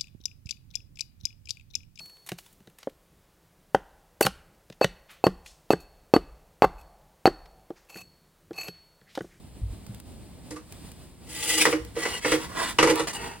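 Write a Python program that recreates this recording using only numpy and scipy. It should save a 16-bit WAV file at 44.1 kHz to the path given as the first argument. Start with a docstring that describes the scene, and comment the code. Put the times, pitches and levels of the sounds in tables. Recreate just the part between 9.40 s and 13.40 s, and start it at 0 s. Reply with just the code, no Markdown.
"""A thin metal peel slides under a pizza in a small outdoor gas oven, shuffles and draws out again.
Grit on the stone floor rasps and rings the blade, which also clinks and squeaks. Each knock is a
crack, a metal clank and a swell from the hollow of the oven, with a short tail from a wooden shelter.
Underneath, the burner rumbles and hisses, with a few sizzling ticks and soft low thuds."""
import sys
import numpy as np
from scipy import signal
from scipy.fft import rfft, irfft, next_fast_len
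from scipy.io import wavfile
from scipy.ndimage import uniform_filter1d

SR = 44100
rng = np.random.default_rng(int(sys.argv[2]) if len(sys.argv) > 2 else 0)


def unload_audio(sound):
    """Save the sound as a 16-bit wav file, at the path given as the first command line argument."""
    columns = np.transpose(np.atleast_2d(sound))
    # keep every value between -1 and 1, then stretch to whole-number steps
    steps = np.round(np.clip(columns, -1, 1) * 32767)
    wavfile.write(sys.argv[1], SR, steps.astype(np.int16))


N = 176400
T = np.arange(N) / SR

# EQ on the flame noise, with a dip near 12.5 kHz. Each row: frequency in Hz, level in dB.
FLAME_EQ = [(20, -30.5), (45, 0.5), (70, 4), (130, -2), (250, -4.5), (450, -14), (800, -17.5), (1400, -26),
            (4700, -26), (6300, -32.5), (8500, -25.5), (12500, -33.5), (15500, -32.5)]
# Fader ride on the burner's hiss. Each row: time in seconds, gain in dB.
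HISS_RIDE = [(0, -1.5), (.55, -1), (1.0, -2), (1.4, 3), (1.8, 1), (4, 3.5)]
# Soft thuds. Each row: start in seconds, pitch in Hz, level in dB, t60 in seconds.
THUD_CUES = [(0.215, 56.3, -23.5, 0.36), (0.302, 47.6, -29.5, 0.11), (0.486, 113, -36, 0.34),
             (2.399, 59.8, -37, 0.61)]
# Sizzling ticks. Each row: start in seconds, level in dB.
SIZZLE_CUES = [(.465, -41), (0.546, -40.5), (.6, -38.5), (1.323, -36), (1.517, -41), (2.449, -39),
               (3.557, -24)]
# Notes of the oven's hollow. Each row: pitch in Hz, level in dB, rise and t60 in seconds.
HOLLOW_MODES = [(144, -18, 0.008, 0.29), (314.9, 2, 0.028, 0.118), (379.6, -16.5, 0.07, 0.12),
                (467.6, -3.5, 0.0031, 0.25), (489, -1, 0.0057, 0.17), (547.5, -6.5, 0.0059, 0.13)]
# Notes of the blade and shaft. Each row: pitch in Hz, level in dB, t60 in seconds.
BLADE_MODES = [(861, -7.5, 0.23), (963.95, 2, 0.068), (1192, -1, 0.073), (1260, -4.5, 0.0575),
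               (1424, -8.5, 0.25), (1850, -10.5, 0.27), (1977, 4, 0.095), (2169, -1.5, 0.057),
               (2440, -30, 0.04), (2644, -5.5, 0.13), (2900, -6, 0.1916), (3240, -34, 0.064)]
# Blade resonances. Each row: peak time and half length in seconds, pitch in Hz, level in dB,
# width over pitch.
RESONANCE_CUES = [(1.175, 0.024, 1150, -44.5, 0.043), (2.159, 0.22, 3120, -38, 0.29),
                  (2.748, .05, 2884, -35.5, 0.053), (3.214, .08, 1110, -34, 0.68),
                  (3.25, .08, 4400, -43, 0.027), (3.766, .041, 2890, -40, 0.039)]
# Strokes on the stone. Each row: peak time, rise and fall in seconds, steepness of the swell,
# then low, middle and treble levels in dB.
STROKE_CUES = [(2.19, 0.33, 0.19, 1.08, -34.5, -24.5, -14.5), (2.221, 0.028, 0.033, 0.85, -29, -16, -17),
               (2.711, 0.16, 0.089, 0.38, -33, -30.5, -26.5), (2.921, 0.13, 0.071, 1.37, -29.5, -24, -21),
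               (3.03, 0.094, 0.047, 0.55, -35, -38, -31.5), (3.212, 0.19, 0.17, 2.24, -27, -32.5, -30),
               (3.299, 0.18, 0.04, 0.77, -32, -32, -25), (3.499, 0.0407, 0.067, 2.4, -24, -22, -20),
               (3.596, 0.083, 0.078, 1.67, -24.5, -25.5, -24.5),
               (3.673, 0.0048, 0.071, 1.43, -30, -29.5, -23),
               (3.734, 0.0079, 0.055, 1.4, -34.5, -32.5, -22), (3.85, 0.18, 0.16, 1.36, -31, -38.5, -34.5)]
# Knocks. Each row: start in seconds, hollow level in dB, trim on its main low note in dB,
# blade level in dB, blade's ring centre in Hz, crack level in dB.
KNOCK_CUES = [(1.107, -37.5, 0.5, -43, 1910, -40.5), (1.160, -48, 2.5, -43, 1140, -48),
              (2.251, -19, -9.5, -15.5, 1850, -52.5), (2.324, -23, -0.5, -25.5, 2280, -58),
              (2.563, -27, -8.5, -34.5, 2060, -62), (2.651, -29, -38, -26.5, 2000, -65),
              (2.845, -21.5, -6, -23, 1950, -40), (2.917, -18.5, -4, -20.5, 2107, -28.5),
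              (3.385, -20.5, -2.5, -13, 2800, -26.5), (3.426, -15, -6, -14.5, 2200, -23.5),
              (3.471, -17.5, -8.5, -22, 970, -31), (3.499, -20, 0, -27, 1430, -35),
              (3.595, -25, -7, -30.5, 1330, -34)]
# EQ on the grit noise, with a dip near 12.5 kHz. Each row: frequency in Hz, level in dB.
GRIT_EQ = [(100, -3), (250, 7), (500, 4.5), (900, 8), (2500, 4.5), (4200, -3), (6300, -7), (10000, -16.5),
           (12500, -20.5), (15500, -13)]
# EQ on the clank and the crack. Each row: frequency in Hz, level in dB.
CLANK_EQ = [(100, -16), (300, 8.5), (600, 2.5), (1000, 7.5), (2200, 3.5), (3100, -5.5), (4000, -6),
            (6000, -4), (15000, -65)]
CRACK_EQ = [(300, 3.5), (2000, -17.5), (4500, -0.5), (10000, -2.5), (16000, -22)]
# Stereo lean. Each row: frequency in Hz, left minus right in dB.
STEREO_LEAN = [(60, 0.5), (380, -4.5), (700, 1), (1290, -3), (2400, 2), (8000, 0)]
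# Stereo phase. Each row: frequency in Hz, the left side's lead in radians.
STEREO_PHASE = [(900, 0), (1600, -.8), (2800, 0), (4300, -1.5), (6300, -3.1), (7300, -4.8), (9200, -6.3),
                (11000, -7.7), (12700, -9.4), (15600, -12.5)]


def undb(db):
    """Decibels to gain."""
    return 10 ** (np.asarray(db) / 20)


def unit(x):
    """Scale to rms 1."""
    return x / np.sqrt(np.mean(x ** 2))


def over_hz(points, size=N):
    """Join (Hz, value) points on a log-frequency axis."""
    hz, value = np.array(points, float).T
    return np.interp(np.log(np.fft.rfftfreq(size, 1 / SR) + 1), np.log(hz), value)


def colour(x, points):
    """EQ a sound with a (Hz, dB) curve."""
    size = next_fast_len(x.shape[-1])
    return irfft(rfft(x, size) * undb(over_hz(points, size)), size)[..., :x.shape[-1]]


def noise(width, size=N):
    """Stereo noise; width is side over mid."""
    mid, side = rng.standard_normal((2, size))
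    return unit(np.array([mid + width * side, mid - width * side]))


def band(hz, share, size):
    """Nearly mono noise around one frequency; share is bandwidth over centre."""
    ratio = (np.fft.rfftfreq(size, 1 / SR) + 1) / hz
    return unit(irfft(rfft(noise(0.11, size)) / (1 + ((ratio - 1 / ratio) / share) ** 2), size))


def wander(per_s):
    """A smooth random drift around zero."""
    hold = int(SR / per_s)
    steps = np.repeat(rng.standard_normal(N // hold + 1), hold)
    return 0.84 * uniform_filter1d(uniform_filter1d(steps, hold), hold)[:N]


def fade(t, t60):
    """Exponential decay, 60 dB down after t60 seconds."""
    return np.exp(-np.log(1000) * t / t60)


def hit(t, rise, t60):
    """A rounded attack into a decay, peak 1."""
    shape = (1 - np.exp(-(t / rise) ** 2)) * fade(t, t60)
    return shape / shape.max()


def swell(rise, fall):
    """Straight rise to 1 and fall to 0."""
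    return np.interp(T[:int((rise + fall) * SR)], [0, rise, rise + fall], [0, 1, 0])


def ring(x, response):
    """Play a sound through a response of unit energy."""
    response = response / np.sqrt(np.mean(np.sum(response ** 2, axis=-1)))
    return signal.fftconvolve(np.atleast_2d(x), np.atleast_2d(response), axes=-1)[:, :x.shape[-1]]


def add(out, start, sound):
    """Mix a sound in at a start time in seconds."""
    i = int(start * SR)
    out[:, i:i + sound.shape[1]] += sound[:, :N - i]


def piece(x, count):
    """A random stretch of a long noise."""
    i = rng.integers(N - count)
    return x[:, i:i + count]


def burner(level_db=-46, flicker_db=3.5, split_hz=900):
    """The gas flame is the bed: a flickering rumble, and a hiss that comes up after a second."""
    flame = unit(colour(noise(0.49), FLAME_EQ)) * undb(level_db + flicker_db * wander(per_s=20))
    hz = np.fft.rfftfreq(N, 1 / SR)
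    rumble = irfft(rfft(flame) / (1 + (hz / split_hz) ** 4), N)
    hiss_gain = undb(np.interp(T, *np.array(HISS_RIDE).T))
    return rumble + (flame - rumble) * hiss_gain


def thuds(overtone=1.74, overtone_db=-3, rise_s=0.0059):
    """Two low modes that die quickly, like steps on wooden boards."""
    t, out = T[:SR // 2], np.zeros((2, N))
    for start, hz, db, t60 in THUD_CUES:
        boom = np.sin(2 * np.pi * hz * t) + undb(overtone_db) * np.sin(2 * np.pi * hz * overtone * t)
        add(out, start, undb(db) * (boom * hit(t, rise_s, t60))[None])
    return out


def sizzle():
    """Short bright spits from the hot pizza."""
    t, out = T[:SR // 20], np.zeros((2, N))
    for start, db in SIZZLE_CUES:
        add(out, start, undb(db) * noise(0.5, len(t)) * hit(t, rise=0.00024, t60=0.02))
    return out


def oven_ring(t, main_note_db=0, detune=0.018):
    """The oven's hollow blooms and dies away, tuned a little differently each time."""
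    notes = []
    for hz, db, rise, t60 in HOLLOW_MODES:
        pitch = hz * (1 + detune * rng.standard_normal())
        notes.append(undb(db) * hit(t, rise, t60) * np.sin(2 * np.pi * pitch * t))
    notes[1] *= undb(main_note_db)
    return sum(notes)


def blade_ring(t, spread_db=3, stereo_radians=0.22):
    """The blade's clear modes, at random strengths as if touched in a new spot."""
    out = np.zeros((2, len(t)))
    for hz, db, t60 in BLADE_MODES:
        gain = undb(db + spread_db * rng.standard_normal())
        phase = 2 * np.pi * (hz * t + rng.random()) + stereo_radians * rng.standard_normal((2, 1))
        out += gain * fade(t, t60) * np.sin(phase)
    return out


def sheet_ring(t, low_hz=3000, high_hz=11000, count=220):
    """The many fine high modes that give thin sheet metal its sheen."""
    hz = np.geomspace(low_hz, high_hz, count) * (1 + 0.0201 * rng.standard_normal(count))
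    return rng.standard_normal(count) @ np.sin(2 * np.pi * hz[:, None] * t) * fade(t, t60=0.06)


def bending_waves(x, delay_at_1khz_s=0.00202):
    """Low bending waves travel slowly along the peel, so a knock's lows land after its highs."""
    hz = np.fft.rfftfreq(x.shape[-1], 1 / SR)
    lag = 4 * np.pi * delay_at_1khz_s * np.sqrt(1000 * hz)
    return irfft(rfft(x) * np.exp(-1j * lag), x.shape[-1])


def blade_resonances():
    """The blade sings on the stone: a light tap's clink, thin squeaks and broad rasps in the strokes."""
    out = np.zeros((2, N))
    for peak, half, hz, db, share in RESONANCE_CUES:
        shape = swell(half, half)[:SR // 2]
        resonance = unit(band(hz, share, SR // 2)[:, :len(shape)])
        add(out, peak - half, undb(db) * resonance * shape)
    return out


def peel_scrapes(grains_per_s=5000, grain_spread_db=1, judder_db=4, bands_hz=(1100, 2800, 9000)):
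    """Grit catches under the blade; each stroke touches elsewhere and rings other fine resonances."""
    t, brief, out = T[:SR // 5], T[:SR // 20], np.zeros((2, N))
    grains = (rng.random(N) < grains_per_s / SR) * rng.standard_normal(N)
    grains *= undb(grain_spread_db * rng.standard_normal(N))
    grit = unit(grains * undb(judder_db * wander(per_s=80)))
    rasp = unit(colour(grit, GRIT_EQ))
    hollow = undb(-21.5) * ring(grit, oven_ring(t))
    for peak, rise, fall, steepness, *levels_db in STROKE_CUES:
        pressure = swell(rise, fall) ** steepness
        span = (int((peak - rise) * SR) + np.arange(len(pressure))) % N
        smear = undb(5) * ring(rasp[span], noise(0.76, len(brief)) * fade(brief, t60=0.054))
        sheen = undb(-2) * ring(grit[span], sheet_ring(brief))
        blade = undb(3) * ring(grit[span], blade_ring(t))
        stroke = colour(unit(rasp[span] + smear + sheen + blade), list(zip(bands_hz, levels_db)))
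        stroke += undb(levels_db[-1]) * hollow[:, span]  # the hollow follows the treble level
        add(out, peak - rise, stroke * pressure)
    return out


def peel_knocks(rise_s=0.0012, width=0.58):
    """The blade slaps the stone: a crack, a dense clank with a few clear modes, then the hollow."""
    t, out = T[:SR // 3], np.zeros((2, N))
    clank_noise = unit(colour(noise(width), CLANK_EQ))
    crack_noise = unit(colour(noise(width), CRACK_EQ))
    for start, hollow_db, main_note_db, blade_db, ring_hz, crack_db in KNOCK_CUES:
        clank = undb(-2) * piece(clank_noise, len(t)) * hit(t, rise_s, t60=0.18)
        ping = undb(-5) * band(ring_hz, 0.16, len(t)) * hit(t, rise_s, t60=0.087)
        modes = undb(2.5) * blade_ring(t) / np.sqrt(len(BLADE_MODES)) * np.minimum(t / rise_s, 1)
        blade = undb(blade_db) * bending_waves(clank + ping + modes)
        crack = undb(crack_db) * piece(crack_noise, len(t)) * hit(t, rise=0.00014, t60=0.17)
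        hollow = undb(hollow_db) * oven_ring(t, main_note_db)
        add(out, start, crack + blade + hollow)
    return out


def scene(tail_db=-13.5):
    """The oven stands a little to the right, in a wooden shelter that adds a short tail."""
    t = T[:SR // 2]
    peel = peel_scrapes() + peel_knocks()
    shelter = rng.standard_normal((2, len(t))) * hit(t, rise=0.0037, t60=0.44)
    tail = undb(tail_db) * ring(peel, shelter)
    left, right = rfft(peel + tail + sizzle() + burner() + blade_resonances())
    lean = undb(over_hz(STEREO_LEAN) / 2)
    phase_turn = np.exp(1j * over_hz(STEREO_PHASE))
    return irfft(np.array([left * lean * phase_turn, right / lean]), N) + thuds()


def record(dry, top_hz=16000):
    """A steep low-pass takes the very top off the mix."""
    return signal.sosfilt(signal.ellip(8, .2, 70, top_hz, fs=SR, output="sos"), dry)


dry = scene()
out = record(dry)
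unload_audio(out)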